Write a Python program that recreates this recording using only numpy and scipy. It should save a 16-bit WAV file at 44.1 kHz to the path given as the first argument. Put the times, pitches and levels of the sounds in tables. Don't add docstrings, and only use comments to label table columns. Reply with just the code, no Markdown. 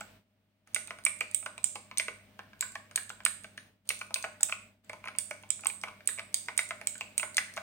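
import sys
import numpy as np
from scipy import signal
from scipy.fft import rfft, irfft, next_fast_len
from scipy.io import wavfile

SR = 44100
rng = np.random.default_rng(int(sys.argv[2]) if len(sys.argv) > 2 else 0)


def to_wav(s):
    ch = np.atleast_2d(s).T
    pcm = np.round(np.clip(ch, -1, 1) * 32767)
    wavfile.write(sys.argv[1], SR, pcm.astype(np.int16))


def attenuation_scalar(level_db):
    decades = np.asarray(level_db, float) / 20
    return 10 ** decades


N = 336042

# (time [s], strength [dB], ring [Hz], left-right [dB], housing share [dB])
PRESSES = [(0.7461, -11, 8580, -10, -4), (1.0509, -7, 8560, -11.5, -17.5), (1.346, -8, 8230, -16.5, -12),
           (1.642, -7, 8020, -19, -18), (1.9738, -24.5, 6400, -4, 3.5), (1.9825, -12.5, 8530, -12.5, -1.5),
           (2.6087, -12, 8100, -6.5, -6), (2.9588, -11, 8570, -3, -5), (3.251, -7.5, 8690, -10.5, -5),
           (3.8903, -13.5, 9130, -8.5, 0), (4.1421, -14.5, 8510, -2, 1), (4.431, -7, 8140, -6.5, -14.5),
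           (5.1858, -7.5, 8500, -12, -25.5), (5.5036, -11.5, 8090, -26, -15), (5.669, -11, 8590, -8, -7),
           (6.0742, -8.5, 8350, -13, -9.5), (6.343, -12, 8170, -5, -0.5),
           (6.5769, -12.5, 8440, -10.5, -3.5), (6.8713, -13, 8070, -12, -14.5),
           (7.1791, -11.5, 8300, -8, -14), (7.369, -15.5, 8810, -4.5, -2)]
# (time [s], peak [dB], ring [Hz], low share [dB], tick [dB])
RELEASES = [(0.009, -40, 1460, -0.5, -43), (0.906, -26.5, 2160, -3.5, -47), (1.208, -17.5, 2467, -10, -27),
            (1.461, -22.5, 1420, -8, -37), (1.756, -23.5, 1070, -9.5, -34), (2.082, -22.5, 2200, -3, -39.5),
            (2.391, -31.5, 1735, -2.5, -50), (2.754, -26, 1740, -4, -39.5), (3.101, -28, 1460, -7, -46.5),
            (3.443, -30.5, 1460, -9, -43), (3.577, -28.5, 1844, -21.5, -38), (4.013, -28, 2480, -1, -36),
            (4.245, -27.5, 760, 1, -39), (4.495, -24.5, 1305, -24.5, -33.5),
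            (4.523, -19.5, 2550, -7.5, -42), (4.896, -29.5, 2200, -3, -39.5), (5.083, -27, 1400, -19, -42),
            (5.31, -26.5, 2270, 1, -34.5), (5.836, -25, 2230, 0.5, -37.5), (6.193, -23.5, 1250, -8, -52.5),
            (6.484, -25.5, 2150, -3, -40), (6.707, -25.5, 2130, -3, -42.5), (7.009, -26, 2620, -6, -36),
            (7.575, -25.5, 1080, -3.5, -48.5)]
# (frequency [Hz], level [dB], t60 [s])
HOUSING_MODES = [(3770, -2.5, 0.0016), (4860, -4.5, 0.0018), (5940, -5, 0.0005), (6485, 2, 0.0023)]
# (frequency [Hz], level [dB], t60 [s])
CASE_MODES = [(340, -21.5, 0.008), (432, -11, 0.0077), (526, -5.5, 0.02), (644, 4, 0.027),
              (843, 3.5, 0.019), (1070, 8.5, 0.016), (1250, 0, 0.027), (1460, 6.5, 0.016)]
ROOM_SMOOTH_DB = -6


def at_hz(points, hz, axis=1):
    table = np.array(points)
    return np.interp(np.log(np.maximum(hz, 1)), np.log(table[:, 0]), table[:, axis])


def ring(push, hz, t60):
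    r, w = attenuation_scalar(-60 / (t60 * SR)), 2 * np.pi * hz / SR
    return signal.lfilter([0, np.sin(w)], [1, -2 * r * np.cos(w), r * r], push + 1e-18)


def shaped(x, gain):
    size = next_fast_len(x.shape[-1])
    spectrum = rfft(x, size) * gain(np.fft.rfftfreq(size, 1 / SR))
    return irfft(spectrum, size)[..., :x.shape[-1]]


def peak_one(x):
    return x / np.abs(x).max()


def add(out, s, sound, pan_db):
    i = round(s * SR)
    out[:, i:i + len(sound)] += sound[:N - i] * attenuation_scalar(np.array([[.5], [-.5]]) * pan_db)


def contact(noise, rattle_s, rattle_db):
    push = attenuation_scalar(rattle_db) * noise * np.exp(-np.arange(len(noise)) / SR / rattle_s)
    push[0] = 1
    return push


def snap_rows():
    # (time [s], peak [dB])
    jacket_ticks = [(0.6738, -51), (0.8732, -33.5), (0.9867, -46.5), (1.038, -44.5), (1.3125, -39),
                    (1.5793, -37.5), (1.942, -61.5), (2.592, -52.5), (2.9117, -44), (3.0941, -29.5),
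                    (3.4358, -42), (3.8544, -57), (3.8751, -44.5), (3.991, -34), (4.1076, -51),
                    (4.226, -28.5), (4.4087, -28.5), (4.518, -37), (4.9308, -42), (5.0379, -58.5),
                    (5.054, -42), (5.4262, -51), (5.6082, -39.5), (5.6476, -34.5), (5.814, -37),
                    (6.056, -54.5), (6.5678, -44), (6.8129, -43.5), (7.5386, -42), (7.5642, -38.5),
                    (1.189, -41.5),
        (1.44, -47),
        (2.72, -41),
        (4.846, -51),
        (5.88, -49.5),
        (6.161, -55),
        (6.46, -44.5),
        (6.69, -36),
        (6.98, -39),
        (7.345, -38),
    ]
    direct_db, direct_per_pan = 3, 0.45
    release_lead_s = .0015
    catch_lead_s, catch_spread_s, catch_db = .012, 0.0052, -40.5
    tick_hz, tick_spread_hz, tick_room_db, tick_housing_db = 8660, 750, 3, 1.5
    rows = []
    for s, db, hz, pan, housing_db in PRESSES:
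        direct = direct_db + direct_per_pan * pan
        rows.append((s, db + direct, hz, pan, -direct, housing_db))
    ticks = jacket_ticks
    ticks += [(s - release_lead_s, tick_db) for s, *_, tick_db in RELEASES]
    for (s, db, *_), d in zip(PRESSES, rng.standard_normal(len(PRESSES))):
        ticks.append((s - catch_lead_s + catch_spread_s * d, db + catch_db))
    when, _, _, where, _ = np.transpose(PRESSES)
    for (s, db), d in zip(ticks, rng.standard_normal(len(ticks))):
        pan = np.interp(s, when, where)
        rows.append((s, db, tick_hz + tick_spread_hz * d, pan, tick_room_db, tick_housing_db))
    return rows


def snap(grit, own, hz, housing_db, top_db):
    push = contact(grit, 0.0017, -9.5)
    jacket = ring(ring(push, hz, 0.0017), hz, 0.0017)
    housing = 0
    for k, ((f, db, t60), d) in enumerate(zip(HOUSING_MODES, own)):
        housing = housing + attenuation_scalar(db + 1.5 * d) * ring((-1) ** k * push, f, t60)
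    air = signal.butter(2, [10300, 17500], "band", fs=SR)
    top = signal.lfilter(*air, contact(grit[::-1], .0014, -7))
    return (peak_one(jacket) + attenuation_scalar(housing_db - 5.5) * peak_one(housing)
            + attenuation_scalar(0.19 * housing_db - 3 + top_db) * peak_one(top))


def snaps():
    top_per_pan = .3
    near, far = np.zeros((2, 2, N))
    rows = snap_rows()
    noise = rng.standard_normal((len(rows), 1500))
    spread = rng.standard_normal((len(rows), len(HOUSING_MODES)))
    for (s, peak_db, hz, pan_db, room_db, housing_db), grit, own in zip(rows, noise, spread):
        top_db = top_per_pan * pan_db
        direct = snap(grit, own, hz, housing_db, top_db)
        diffuse = snap(grit * attenuation_scalar(ROOM_SMOOTH_DB), own, hz, housing_db, top_db)
        add(near, s, attenuation_scalar(peak_db - 4.0) * direct, 1.08 * (pan_db + 7.5))
        add(far, s, attenuation_scalar(peak_db + room_db) * diffuse, 0)
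    return near, far


def knock_rows():
    # (time [s], peak [dB], ring [Hz], low share [dB], room [dB])
    bottoms = [(0.761, -19.5, 2133, -11, -4.5), (1.063, -16.5, 2310, -15.5, -2.5),
               (1.997, -15, 2180, -16.5, -4.5), (2.624, -23, 1590, -22, -0.5),
               (2.975, -23, 1720, -40, -2.5), (3.261, -14, 1715, -25, -7.5), (3.903, -20, 2520, -8, -4),
               (4.158, -27, 2521, -3, 1.3), (5.656, -22.5, 1070, -11, -4), (5.699, -31, 2360, -9, -10),
               (6.088, -28, 1880, -15.5, -1.5), (6.59, -17, 2120, -12.5, -5.5),
               (7.196, -28, 2660, -9.5, -4.5), (7.38, -13, 2080, -15.5, -5)]
    # (time [s], peak [dB], ring [Hz], low share [dB])
    touches = [(0.673, -45, 1490, -14), (0.878, -41.5, 2580, -2), (0.986, -38, 1450, -4),
               (1.426, -44.5, 2460, 0), (1.578, -36.5, 2500, -2.5), (1.912, -30, 1070, -45),
               (2.531, -42, 1550, -14.5), (2.911, -40.5, 1460, -6), (3.203, -36, 1520, -12),
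               (4.106, -36, 1100, -2), (4.24, -27, 2560, 3.5), (4.405, -36, 1460, -5.5),
               (4.487, -40.5, 2570, 2), (4.931, -35.5, 2220, 2), (5.04, -35, 2290, -1),
               (5.056, -35.5, 2400, 0), (5.073, -28, 2320, -8), (5.15, -38.5, 2410, -2),
               (5.434, -36.5, 1070, -9), (5.592, -41, 1340, -46), (5.635, -38, 2480, -2),
               (5.873, -41.5, 1030, 4), (5.883, -31.5, 1070, -6.5), (6.005, -42.5, 1520, -8),
               (6.176, -40, 2250, -6), (6.185, -30.5, 2190, -7), (6.813, -35, 2300, -2.5),
               (6.953, -39.5, 1550, -39), (7.229, -28.5, 2130, -0.3), (7.568, -28.5, 1080, -19)]
    jolt_lead_s = 0.001111
    jolt = (-35, 2310, -15, -2.5, -2)
    bottom_crackle_db = -18.5
    release_room_db, release_crackle_db = -4, -22.5
    touch_room_db, touch_crackle_db = -2.5, -23
    return ([(s - jolt_lead_s, *jolt) for s, *_ in PRESSES]
            + [(*row, bottom_crackle_db) for row in bottoms]
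            + [(*row, release_room_db, release_crackle_db) for *row, _ in RELEASES]
            + [(*row, touch_room_db, touch_crackle_db) for row in touches])


def knock(grit, own, hz, low_db, crackle_db):
    soft = signal.butter(2, 3800, fs=SR)
    crisp = signal.butter(2, [3000, 6500], "band", fs=SR)
    airy = signal.butter(2, 6000, "high", fs=SR)
    push = signal.lfilter(*soft, contact(grit, 0.0069, -23.5))
    lag = round(max(round(.0016 * hz), 1) * SR / hz)
    push[lag:] += 0.16 * push[:-lag]
    cap = ring(ring(push, hz, 0.0035), hz, 0.0035) / 7
    cap = cap + attenuation_scalar(-4.5) * ring(push, 2270, 0.0064)
    cap = cap - attenuation_scalar(-1.0) * ring(push, 1100, 0.00054) - attenuation_scalar(-4) * ring(push, 3200, 0.00047)
    case = 0
    for (f, db, t60), d in zip(CASE_MODES, own):
        case = case + attenuation_scalar(db + 3 * d) * ring(np.sign(d) * push, f, t60)
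    crackle = signal.lfilter(*crisp, contact(grit[::-1], .003, -13))
    age = np.arange(len(grit)) / SR / 0.0031
    scuff = signal.lfilter(*airy, grit) * age * np.exp(-age)
    crackle = peak_one(crackle) + attenuation_scalar(-6.5) * scuff
    return peak_one(cap) + attenuation_scalar(low_db + 3.5) * peak_one(case) + attenuation_scalar(crackle_db) * crackle


def knocks():
    # (frequency [Hz], level [dB], t60 [s])
    plate_modes = [(606, -36, 1.2), (1736, -48, .4), (2165, -46, .4), (2298, -42, .6)]
    room_crackle_db = -3.5
    near, far = np.zeros((2, 2, N))
    blows = np.zeros(N)
    rows = knock_rows()
    noise = rng.standard_normal((len(rows), 4000))
    spread = rng.standard_normal((len(rows), len(CASE_MODES)))
    for (s, peak_db, hz, low_db, room_db, crackle_db), grit, own in zip(rows, noise, spread):
        crackle_db = min(crackle_db, -3) + 9.5
        direct = knock(grit, own, hz, low_db, crackle_db)
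        diffuse = knock(grit * attenuation_scalar(ROOM_SMOOTH_DB), own, hz, low_db, crackle_db + room_crackle_db)
        add(near, s + 0.001174, attenuation_scalar(peak_db - 5.5) * direct, -.8)
        add(far, s + 0.00117, attenuation_scalar(peak_db + room_db) * diffuse, 0)
        blows[round(s * SR)] = attenuation_scalar(peak_db + 3.0 + low_db)
    no_bass = signal.butter(2, 300, "high", fs=SR, output="sos")
    near, far = signal.sosfilt(no_bass, [near, far])
    plate = sum(attenuation_scalar(db) * ring(blows, f, t60) for f, db, t60 in plate_modes)
    return near + plate, far


def room(x):
    # (frequency [Hz], t60 [s])
    decay = [(300, 0.23), (800, 0.25), (2100, 0.49), (4000, 0.36), (8500, 0.41), (14600, 0.27)]
    # (frequency [Hz], level [dB])
    reverb_level = [(300, 6.5), (1000, 0), (2500, -5.5), (5000, -0.5), (8500, -6.5), (12000, -2.5),
                    (15000, -5)]
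    t, tail = np.arange(SR // 2) / SR, 0
    white = rng.standard_normal((2, 2, SR // 2))
    edges = 200 * 2 ** np.arange(0, 6.6, .5)
    for k, (low, high) in enumerate(zip(edges, edges[1:])):
        centre = np.sqrt(low * high)
        band_pass = signal.butter(2, [low, high], "band", fs=SR, output="sos")
        band = signal.sosfilt(band_pass, white[k % 2])
        band[1] += band[0] * 0.75 * np.exp(-low / 1200)
        band /= band.std(axis=1, keepdims=True) / np.sqrt(low / SR)
        t60 = at_hz(decay, centre)
        fall = attenuation_scalar(at_hz(reverb_level, centre) - 60 * t / t60)
        tail = tail + band * fall / np.sqrt(t60 * SR / 4.78)
    tail *= np.clip((t - .002) / 0.002, 0, 1)
    return signal.fftconvolve(x.mean(0, keepdims=True), tail, axes=1)[:, :N]


def rooms(x):
    turn = 2 * np.pi * 2.3 * np.arange(N) / SR
    return sum(room(x * np.sqrt((1 + np.cos(turn - 2 * np.pi * k / 3)) / 3)) for k in range(3))


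def background():
    # (frequency [Hz], rms level [dB])
    tones = [(100, -61), (200, -66.5), (13232, -91), (14890, -84.5)]
    # (frequency [Hz], density [dB per Hz])
    hiss_spectrum = [(22, -51.5), (46, -4.5), (65, -15.5), (92, -8.5), (167, -10.5), (208, -5),
                     (358, -19.5), (568, -21.5), (617, -11.5), (706, -23.5), (2750, -37.5), (6210, -47.5),
                     (16500, -39.5)]
    hiss_db = -70.5
    t = np.arange(N) / SR
    hum = sum(np.sqrt(2) * attenuation_scalar(db) * np.sin(2 * np.pi * hz * t) for hz, db in tones)
    mid, side = rng.standard_normal((2, N))
    side = shaped(side, lambda hz: np.clip(0.18 + hz / 2500, 0, 1))
    hiss = shaped(mid + side * [[1], [-1]], lambda hz: attenuation_scalar(at_hz(hiss_spectrum, hz)))
    return hum + attenuation_scalar(hiss_db + 10.5) * hiss / hiss.std()


def scene():
    near, far = snaps()
    thud, far_thud = knocks()
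    quiet = rooms(far + far_thud) + background()
    return near + thud + shaped(quiet, lambda hz: hz < 15900)


def through_ports(x):
    # (frequency [Hz], left [dB], right [dB])
    colour = [(102, -1, -3), (1080, 3, 4), (2920, 12, 13), (6020, 13.5, 3.5), (8890, -3.5, 12.5),
              (10470, -10.5, 3), (12970, -3.5, 3), (15640, 2, 8.5)]
    # (frequency [Hz], lag [s])
    right_lag = [(400, .00006), (2400, .00008), (8000, .00016)]

    def response(hz):
        level = attenuation_scalar([at_hz(colour, hz, axis=1), at_hz(colour, hz, axis=2)])
        return level * np.exp(-2j * np.pi * hz * at_hz(right_lag, hz) * [[0], [1]])

    return shaped(x, response)


def gate(open_db, shut_db, half_db):
    # (starts to sink [s], shut [s], a finger half opens it [s], open [s])
    pauses = [
        (.17, 0.246, .66, .74),
        (3.672, 3.807, 3.845, 3.892),
        (4.674, 4.822, 4.83, 4.893),
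    ]
    half_s = 0.013
    s = [[sink, down, touch, touch + half_s, up] for sink, down, touch, up in pauses]
    levels = [open_db, shut_db, shut_db, half_db, open_db] * len(pauses)
    return attenuation_scalar(np.interp(np.arange(N) / SR, np.ravel(s), levels))


def slow_gain():
    # (time [s], level [dB])
    gain = [
        (0, 8.5),
        (.17, -0.5),
        (.74, -2),
        (3.7, -2.5),
        (5.002, -2.5),
        (7.62, 2.5),
    ]
    return attenuation_scalar(np.interp(np.arange(N) / SR, *np.transpose(gain)))


def top_cut(x):
    return signal.sosfilt(signal.butter(12, 17020, fs=SR, output="sos"), x)


def record(dry):
    x = through_ports(dry)
    bass = shaped(x, lambda hz: 1 / (1 + (hz / 350) ** 2))
    treble = (x - bass) * gate(open_db=-1.5, shut_db=-17.5, half_db=-4) * slow_gain()
    x = bass * gate(open_db=-5, shut_db=-16.5, half_db=-16) + treble
    rounded = .75 * np.tanh(x / .75)
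    low_pass = signal.cheby2(10, 60, 17300, fs=SR, output="sos")
    return top_cut(signal.sosfilt(low_pass, rounded))


dry = scene()
out = record(dry)
to_wav(out)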